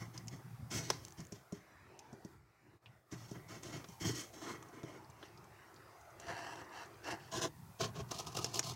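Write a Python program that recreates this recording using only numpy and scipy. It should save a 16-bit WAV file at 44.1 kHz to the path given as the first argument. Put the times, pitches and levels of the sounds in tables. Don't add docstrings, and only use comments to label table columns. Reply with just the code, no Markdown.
import sys
import numpy as np
from scipy import signal
from scipy.fft import rfft, irfft, next_fast_len
from scipy.io import wavfile
from scipy.ndimage import uniform_filter1d, map_coordinates

SR = 44100
rng = np.random.default_rng(int(sys.argv[2]) if len(sys.argv) > 2 else 0)


def generate_wav(signal):
    frames = np.transpose(np.atleast_2d(signal))
    scaled = np.clip(frames, -1, 1) * 32767
    pcm = np.round(scaled).astype(np.int16)
    wavfile.write(sys.argv[1], SR, pcm)


N = 385875

# (relative, per Hz)
SHOVE_TONE = [(150, 9), (250, -2), (410, -1), (590, -6.5), (750, -4), (900, -11.5), (1200, -7.5),
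              (1700, -11), (2200, -8), (4000, -10), (6600, -10.5), (8200, -21.5), (15800, -34.5)]
BOOM_T60_S = 0.28


def amp(db):
    return 10 ** (np.asarray(db) / 20)


def unit(x):
    return x / np.sqrt(np.mean(x ** 2) + 1e-20)


def along(points, hz):
    f, v = np.transpose(points)
    return np.interp(np.log(hz + 1), np.log(f + 1), v)


def wobble(knots_per_s):
    knots = rng.standard_normal(int(N * knots_per_s / SR) + 4)
    return map_coordinates(knots, [np.arange(N) * knots_per_s / SR])


def response(colour_db, size=4096):
    gain = amp(colour_db(np.fft.rfftfreq(size, 1 / SR)))
    cepstrum = irfft(np.log(gain + 1e-6))
    cepstrum[1:size // 2] *= 2
    cepstrum[size // 2 + 1:] = 0
    return irfft(np.exp(rfft(cepstrum)))


def coloured(x, tone, ring=()):
    def colour_db(hz):
        lifts_db = sum(db / (1 + (2 * (hz - f) / width) ** 2) for f, width, db in ring)
        return along(tone, hz) + lifts_db
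    return signal.oaconvolve(x, response(colour_db))[:len(x)]


def band(x, kind, edge_hz, order=4):
    return signal.sosfilt(signal.butter(order, edge_hz, kind, fs=SR, output="sos"), x)


def patchy(x, depth_db, size=1024):
    z = signal.stft(x, nperseg=size)[2]
    field = uniform_filter1d(rng.standard_normal(z.shape), size=6, axis=0)
    field = uniform_filter1d(field, size=12, axis=1)
    return signal.istft(z * amp(depth_db * unit(field)), nperseg=size)[1][:N]


def steady(x, span_s):
    size = int(span_s * SR)
    power = uniform_filter1d(uniform_filter1d(x ** 2, size=size), size=size)
    return x / np.sqrt(np.abs(power) + 1e-12 * np.mean(x ** 2))


def add(track, s, sound):
    part = track[round(s * SR):][:len(sound)]
    part += sound[:len(part)]


def sized(x, db, span):
    return amp(db) * x * np.sqrt(span * SR) / np.linalg.norm(x)


def envelope(start, length, attack_s, swell_db_per_s, release_s):
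    gain = np.zeros(N)
    first = max(start - attack_s / 2, 0)
    t = np.arange(first - start, length + release_s, 1 / SR)
    rise = np.sin(np.pi / 2 * np.clip(t / attack_s + .5, 0, 1)) ** 2
    held_db = swell_db_per_s * (np.clip(t, 0, length) - length / 2)
    release_db = -60 * np.maximum(t - length, 0) / release_s
    add(gain, first, rise * amp(held_db + release_db))
    return gain


def contact(rows, attack_s, swell_db_per_s, release_s):
    hiss_lead_s = 0.0032
    boom_lag_s = 0.0055
    soft_db = 19.5
    boom, rub, hiss = np.zeros((3, N))
    hardest_db = max(row[2] for row in rows)
    for start, length, rub_db, hiss_db, boom_db in rows:
        rise_s = attack_s * 2 ** ((hardest_db - rub_db) / soft_db)
        rub_shape = envelope(start, length, rise_s, swell_db_per_s, release_s)
        hiss_shape = envelope(start - hiss_lead_s, length, rise_s, swell_db_per_s, 0.73 * release_s)
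        boom_shape = envelope(start + boom_lag_s, length, rise_s, swell_db_per_s, BOOM_T60_S)
        rub = np.maximum(rub, amp(rub_db) * rub_shape)
        hiss = np.maximum(hiss, amp(rub_db + hiss_db) * hiss_shape)
        boom = np.maximum(boom, amp(rub_db + boom_db) * boom_shape)
    return boom, rub, hiss


def drone():
    # (relative, per Hz)
    boom_tone = [(25, -52), (40, -36), (55, -17), (80, -7), (100, -4.5), (118, 7), (138, -0.5), (165, -0.5),
                 (200, -9.5), (260, -15.5), (400, -56), (800, -101)]
    noise = rng.standard_normal(next_fast_len(N))
    wave = signal.hilbert(coloured(noise, boom_tone))[:N]
    power = uniform_filter1d(np.abs(wave) ** 2, size=2200)
    return unit(wave.real / np.sqrt(np.abs(power) + 1e-12))


def stroke(gains, tone, ring, slips_per_s, grit, judder_db, drift_db, bite_db):
    boom, rub, hiss = gains
    slips = (rng.random(N) < slips_per_s / SR) * rng.standard_normal(N)
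    force = rng.standard_normal(N) + grit * unit(slips)
    force = force * amp(judder_db * wobble(130))
    sound = coloured(patchy(force, drift_db), tone, ring)
    mids = band(band(sound, "high", 215), "low", 2006)
    body = steady(mids * amp(2.2 * wobble(50)), span_s=0.043)
    fizz = steady(band(sound, "high", 2690) * amp(1.6 * wobble(70)), span_s=0.039)
    hardness = (hiss / hiss.max()) ** .55
    crackle = amp(bite_db) * hardness * unit(band(slips, "high", 6600))
    return rub * body + hiss * (fizz + crackle) + boom * drone()


def brush():
    # start_s, length_s, rub_db, hiss_over_rub_db, boom_over_rub_db
    strokes = [(0, 0.026, -53, -5.5, -2), (.14, 0.04, -58.5, -5, 5), (.315, 0.029, -55, -6.5, 7),
               (.711, 0.041, -47, 0.5, 1), (.738, 0.05, -47, 4, 3), (.82, 0.12, -54.5, 2, 4),
               (1, 0.074, -66, 0.5, 7), (1.18, 0.023, -57.5, -3, 8.5), (1.33, 0.033, -63, -1, 5),
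               (1.54, 0.019, -62.5, -2, 5), (3.12, 0.01, -53.5, -2.5, 8), (3.17, 0.17, -66.5, 2.5, 9),
               (3.348, 0.01, -52.5, -12.5, 4), (3.49, 0.073, -54, -4.5, -1), (3.632, 0.064, -52, -4.5, -3),
               (3.722, 0.046, -49.5, -5, 0.5), (3.885, 0.042, -71.5, 8.5, 12.5),
               (4.007, .04, -45, -3.5, -2), (4.048, 0.047, -41.5, -1, 2.5), (4.15, 0.059, -50.5, 4, -8),
               (4.335, .085, -56, -4.5, -22), (4.415, .05, -50, -6, -12), (4.46, 0.061, -46, -8, -11.5),
               (4.55, 0.14, -61, -13, -2.5), (4.73, 0.071, -55.5, -14.5, -11),
               (4.85, 0.064, -55.5, -10.5, -5), (4.93, 0.035, -55, -12.5, -8)]
    # (relative, per Hz)
    tone = [(150, -2.5), (230, -4.5), (330, 2), (520, -12.5), (800, -14.5), (1250, -15), (1800, -17),
            (2500, -20), (3200, -18.5), (4300, -15), (6600, -18), (9500, -31), (15800, -38)]
    # freq_hz, width_hz, lift_db
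    ring = [(668, 46, 7.5), (928, 900, 0), (1040, 23, 10), (1275, 86, 2), (1760, 430, 0), (1940, 74, 11),
            (2167, 92, 10.5), (2470, 380, 0), (3160, 280, 5.5), (3880, 810, -7), (4750, 400, -5),
            (5500, 200, 3.5), (6230, 380, 5.5)]
    gains = contact(strokes, attack_s=0.017, swell_db_per_s=-11.5, release_s=0.34)
    return stroke(gains, tone, ring, slips_per_s=840, grit=0.39, judder_db=-0.2, drift_db=2.5, bite_db=-16.5)


def palm():
    # start_s, length_s, level_db
    drags = [(0, 0.34, -51), (0.444, 0.082, -50), (0.596, 0.086, -47.5), (2.85, 0.057, -64),
             (3.418, 0.072, -60), (7.524, 0.18, -56), (7.894, 0.28, -54)]
    gain = np.zeros(N)
    for start, length, db in drags:
        gain += amp(db) * envelope(start, length, attack_s=0.016, swell_db_per_s=-19.5, release_s=BOOM_T60_S)
    return gain * unit(drone() * amp(2.8 * wobble(30)))


def hush():
    # time_s, outdoor_db, hiss_db
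    swells = [(0, -63.5, -69.5), (.6, -61.5, -71.5), (1.05, -62.5, -68), (1.45, -66, -74),
              (1.7, -60.5, -78), (1.95, -61, -81), (2.33, -62.5, -75.5), (2.42, -68.5, -86.5),
              (2.94, -66, -81.5), (3.2, -64, -70.5), (4.2, -62.5, -67), (5, -60, -75), (6.3, -58, -73),
              (6.95, -56.5, -72.5), (7.7, -64.5, -68), (8.3, -57, -69), (8.75, -60.5, -75)]
    # (relative, per Hz)
    tone = [(30, -20), (60, 5.5), (115, 14), (170, 4), (260, -1.5), (350, 8), (510, -1), (720, 3.5),
            (1020, 3), (1400, -0.5), (1900, -3.5), (2500, -8.5), (3200, -18), (5500, -15.5), (8000, -22.5),
            (15800, -46)]
    # centre_s, half_width_s (to 1/e of the depth), depth_db
    dips = [(2.8, 0.023, -12), (3.05, 0.059, -7.5)]
    t = np.arange(N) / SR
    times, *levels = np.transpose(swells)
    outdoor_db, hiss_db = (np.interp(t, times, level) for level in levels)
    dip_db = sum(db * np.exp(-((t - s) / width) ** 2) for s, width, db in dips)
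    outdoors = unit(coloured(patchy(rng.standard_normal(N), depth_db=3.5), tone))
    hiss = unit(band(rng.standard_normal(N), "high", 2400, order=1))
    return amp(dip_db) * (amp(outdoor_db) * outdoors + amp(hiss_db) * hiss)


def burst(t, t60, spike):
    chatter = rng.standard_normal(len(t)) * amp(-60 * t / max(t60, .002))
    return chatter / np.linalg.norm(chatter) + spike * (t == 0)


def snap(t, t60, ring_hz):
    # ring_multiple, level_db
    snap_tone = [(.25, -27), (.4, -8), (.6, -12.5), (.78, -10.5), (1, -5), (1.2, -0.5), (1.4, -9),
                 (1.75, -15.5), (2.7, -25.5), (4, -48.5)]
    tone = [(multiple * ring_hz, db) for multiple, db in snap_tone]
    return coloured(burst(t, t60, spike=0.25), tone, [(ring_hz, 900, 10)])


def clicks():
    # time_s, snap_db, body_db, ring_hz
    events = [(.177, -45, -65, 5100), (.282, -45, -76, 5450), (.902, -28.5, -31.5, 5500),
              (1.2041, -53.5, -64, 5740), (1.9913, -51.5, -83, 5500), (2.859, -54.5, -68, 2580),
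              (3.633, -49.5, -66, 5800), (3.843, -56, -52.5, 5040), (4.626, -57.5, -58, 6300),
              (4.832, -60, -54.5, 5500), (5.228, -59.5, -50.5, 3200), (6.199, -52, -58, 6000),
              (6.556, -59, -52.5, 5640), (7.044, -57, -70, 5770), (8.117, -44, -45.5, 5500),
              (8.199, -45, -49.5, 5600), (8.371, -58, -42.5, 5400), (8.4445, -32, -41, 5400),
              (8.543, -40, -55, 6200), (8.593, -28, -40.5, 5870), (8.629, -46, -54, 4800)]
    # freq_hz, level_db
    body_tone = [(60, -18.5), (150, -10), (355, 3), (550, 0.5), (1100, -3), (1700, -5.5), (2150, -9),
                 (2800, -12.5), (3600, -6.5), (6000, -34)]
    decay_cycles = 160
    out, t = np.zeros(N), np.arange(SR // 6) / SR
    for s, snap_db, body_db, ring_hz in events:
        t60 = decay_cycles / ring_hz
        body = coloured(burst(t, 1.3 * t60, spike=0.39), body_tone)
        add(out, s, sized(snap(t, t60, ring_hz), snap_db, span=0.0046))
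        add(out, s, sized(body, body_db, span=0.009))
    return out


def ticks():
    # time_s, level_db
    events = [(0.273, -59), (1.05, -49), (1.0825, -57), (1.107, -62), (1.123, -57), (1.2513, -61),
              (1.269, -61), (5.743, -66)]
    tick_hz, tick_t60_s = 5920, .009
    out, t = np.zeros(N), np.arange(SR // 20) / SR
    for s, db in events:
        add(out, s, sized(snap(t, tick_t60_s, tick_hz), db, span=0.0065))
    return out


def knocks():
    # time_s, thud_db, slap_db
    events = [(1.189, -51, -66), (1.322, -46, -53.5), (1.5233, -40, -57.5), (2.129, -48, -66),
              (2.2481, -46.5, -62), (3.124, -47, -59.5), (3.3115, -44, -58.5), (3.887, -53, -61),
              (4.836, -42.5, -68), (7.129, -48, -68)]
    # freq_hz, level_db (relative), t60_s
    board = [(119, -3.5, 0.06), (166, 0, 0.061), (222, 4.5, 0.036), (323, -1.5, 0.048), (399, -9.5, 0.11),
             (558, -10, 0.039), (678, -5.5, 0.029), (1035, -20.5, 0.054)]
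    out, t = np.zeros(N), np.arange(SR // 4) / SR
    for s, thud_db, slap_db in events:
        thud = np.zeros(len(t))
        for hz, db, t60 in board:
            mode_hz = hz * (1 + rng.normal(0, 0.0089))
            phase = 2 * np.pi * (mode_hz * t + rng.random())
            thud += amp(db + rng.normal(0, 3) - 60 * t / t60) * np.sin(phase)
        thud *= 1 - np.exp(-t / 0.0057)
        add(out, s, sized(thud, thud_db, span=0.014))
        add(out, s, sized(snap(t, 0.047, 5720), slap_db, span=0.014))
    return out


def fibres(start, end, loudest_db, count):
    out, t = np.zeros(N), np.arange(SR // 20) / SR
    for when, softness, pitch in rng.random((count, 3)):
        tick = snap(t, 0.038, 3500 + 3000 * pitch)
        add(out, start + when * (end - start), sized(tick, loudest_db - 9 * softness, span=0.022))
    return out


def compartment(x):
    t = np.arange(SR // 4) / SR
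    noise = band(rng.standard_normal(len(t)), "low", 5400, order=1)
    tail = noise * amp(-60 * t / 0.39) * (t > .003)
    return signal.oaconvolve(x, tail / np.linalg.norm(tail))[:N]


def scrape():
    # start_s, length_s, rub_db, hiss_over_rub_db, boom_over_rub_db
    strokes = [(5.21, 0.061, -63.5, -1.5, -4), (6.21, .06, -56, -5.5, -12), (6.272, 0.058, -45, -7.5, -10),
               (6.34, .2, -49.5, -6.5, -15), (6.56, 0.061, -53.5, -7, -17), (6.735, 0.099, -53, -4, -14),
               (7.055, .04, -44.5, -5.5, -24), (7.095, 0.027, -41, -5, -16), (7.17, 0.12, -66.5, 1, 5.5)]
    # (relative, per Hz)
    tone = [(150, -22), (230, -8), (400, 1.5), (560, -3.5), (750, 6), (1250, -0.5), (1700, -1.5),
            (2800, -7.5), (3400, -12), (5700, -21.5), (8000, -24.5), (15800, -41)]
    # freq_hz, width_hz, lift_db
    ring = [(318, 89, 10), (515, 33, 8), (684, 33, 11), (960, 90, 5.5), (1700, 300, 8), (2390, 470, -7),
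            (2720, 76, 9.5), (3620, 500, -9.5), (4450, 170, 6.5), (5750, 1200, 9.5)]
    gains = contact(strokes, attack_s=0.057, swell_db_per_s=-16, release_s=0.19)
    return stroke(gains, tone, ring, slips_per_s=300, grit=0.53, judder_db=0.5, drift_db=2.5, bite_db=-28.5)


def shove():
    # start_s, length_s, rub_db, hiss_over_rub_db, boom_over_rub_db
    strokes = [(7.326, 0.076, -43, -3, -6), (7.417, 0.039, -37.5, -3, -14)]
    # freq_hz, width_hz, lift_db
    ring = [(329, 79, 12.5), (493, 50, 5.5), (570, 51, -7), (656, 30, 15), (1024, 81, 14.5),
            (1280, 46, -16), (1685, 140, 9), (2360, 300, -12), (3850, 250, 6), (4520, 300, -11.5),
            (5600, 180, 4), (6760, 330, 6)]
    gains = contact(strokes, attack_s=0.031, swell_db_per_s=-11, release_s=0.11)
    return stroke(gains, SHOVE_TONE, ring, slips_per_s=990, grit=0.52, judder_db=1.6, drift_db=3.1, bite_db=-25)


def bump():
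    # start_s, length_s, rub_db, hiss_over_rub_db, boom_over_rub_db
    strokes = [(7.801, 0.059, -40, -3, -4), (7.955, 0.028, -50, -6.5, 1), (7.98, 0.029, -47, -7, 2.5)]
    # freq_hz, width_hz, lift_db
    ring = [(403, 70, 9.5), (667, 37, 15), (1071, 51, 17), (1310, 60, -3), (2080, 180, -16),
            (3200, 410, 2.5), (4270, 200, 2.5), (6300, 500, 2.5)]
    gains = contact(strokes, attack_s=0.027, swell_db_per_s=-66, release_s=0.14)
    return stroke(gains, SHOVE_TONE, ring, slips_per_s=940, grit=0.48, judder_db=2.55, drift_db=1.0, bite_db=-19)


def grip():
    # start_s, length_s, rub_db, hiss_over_rub_db, boom_over_rub_db
    strokes = [(8.09, 0.45, -59.5, 0, 3.5), (8.113, 0.021, -45.5, -1.5, -11), (8.14, 0.038, -55, 3.5, 1),
               (8.19, 0.01, -46, 3.5, -19), (8.268, 0.018, -48.5, -2, -5), (8.345, .02, -49, -1, 0),
               (8.369, 0.022, -42.5, 0.5, -4.5), (8.405, 0.067, -50.5, -0.5, 0),
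               (8.536, 0.051, -46.5, 3, -5), (8.64, 0.084, -51, 4, 3)]
    # (relative, per Hz)
    tone = [(150, -5), (250, -1.5), (400, 3.5), (550, -10.5), (800, -1.5), (1250, -2.5), (1700, -30),
            (2300, -13), (3000, -10.5), (6400, -6.5), (8000, -16), (11000, -20), (15800, -29)]
    # freq_hz, width_hz, lift_db
    ring = [(372, 76, 3.3), (679, 100, 12.6), (1037, 32, 9.8), (1250, 62, 8), (1800, 190, 1),
            (2800, 200, 6.3), (4340, 290, 3.6), (5130, 230, 4)]
    gains = contact(strokes, attack_s=0.014, swell_db_per_s=6, release_s=0.13)
    return stroke(gains, tone, ring, slips_per_s=720, grit=0.62, judder_db=2.7, drift_db=1.0, bite_db=-14.0)


def scene():
    rubbing = brush() + palm() + scrape() + shove() + bump() + grip()
    hits = clicks() + ticks() + knocks() + fibres(start=4.6, end=7.3, loudest_db=-67.5, count=20)
    echo = amp(-21) * compartment(hits)
    return (rubbing + hits + echo + hush())[None]


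def record(dry):
    top_hz = 15850
    size = next_fast_len(N + SR // 2)
    kept = np.fft.rfftfreq(size, 1 / SR) < top_hz
    return irfft(rfft(dry, size) * kept, size)[..., :N]


dry = scene()
out = record(dry)
generate_wav(out)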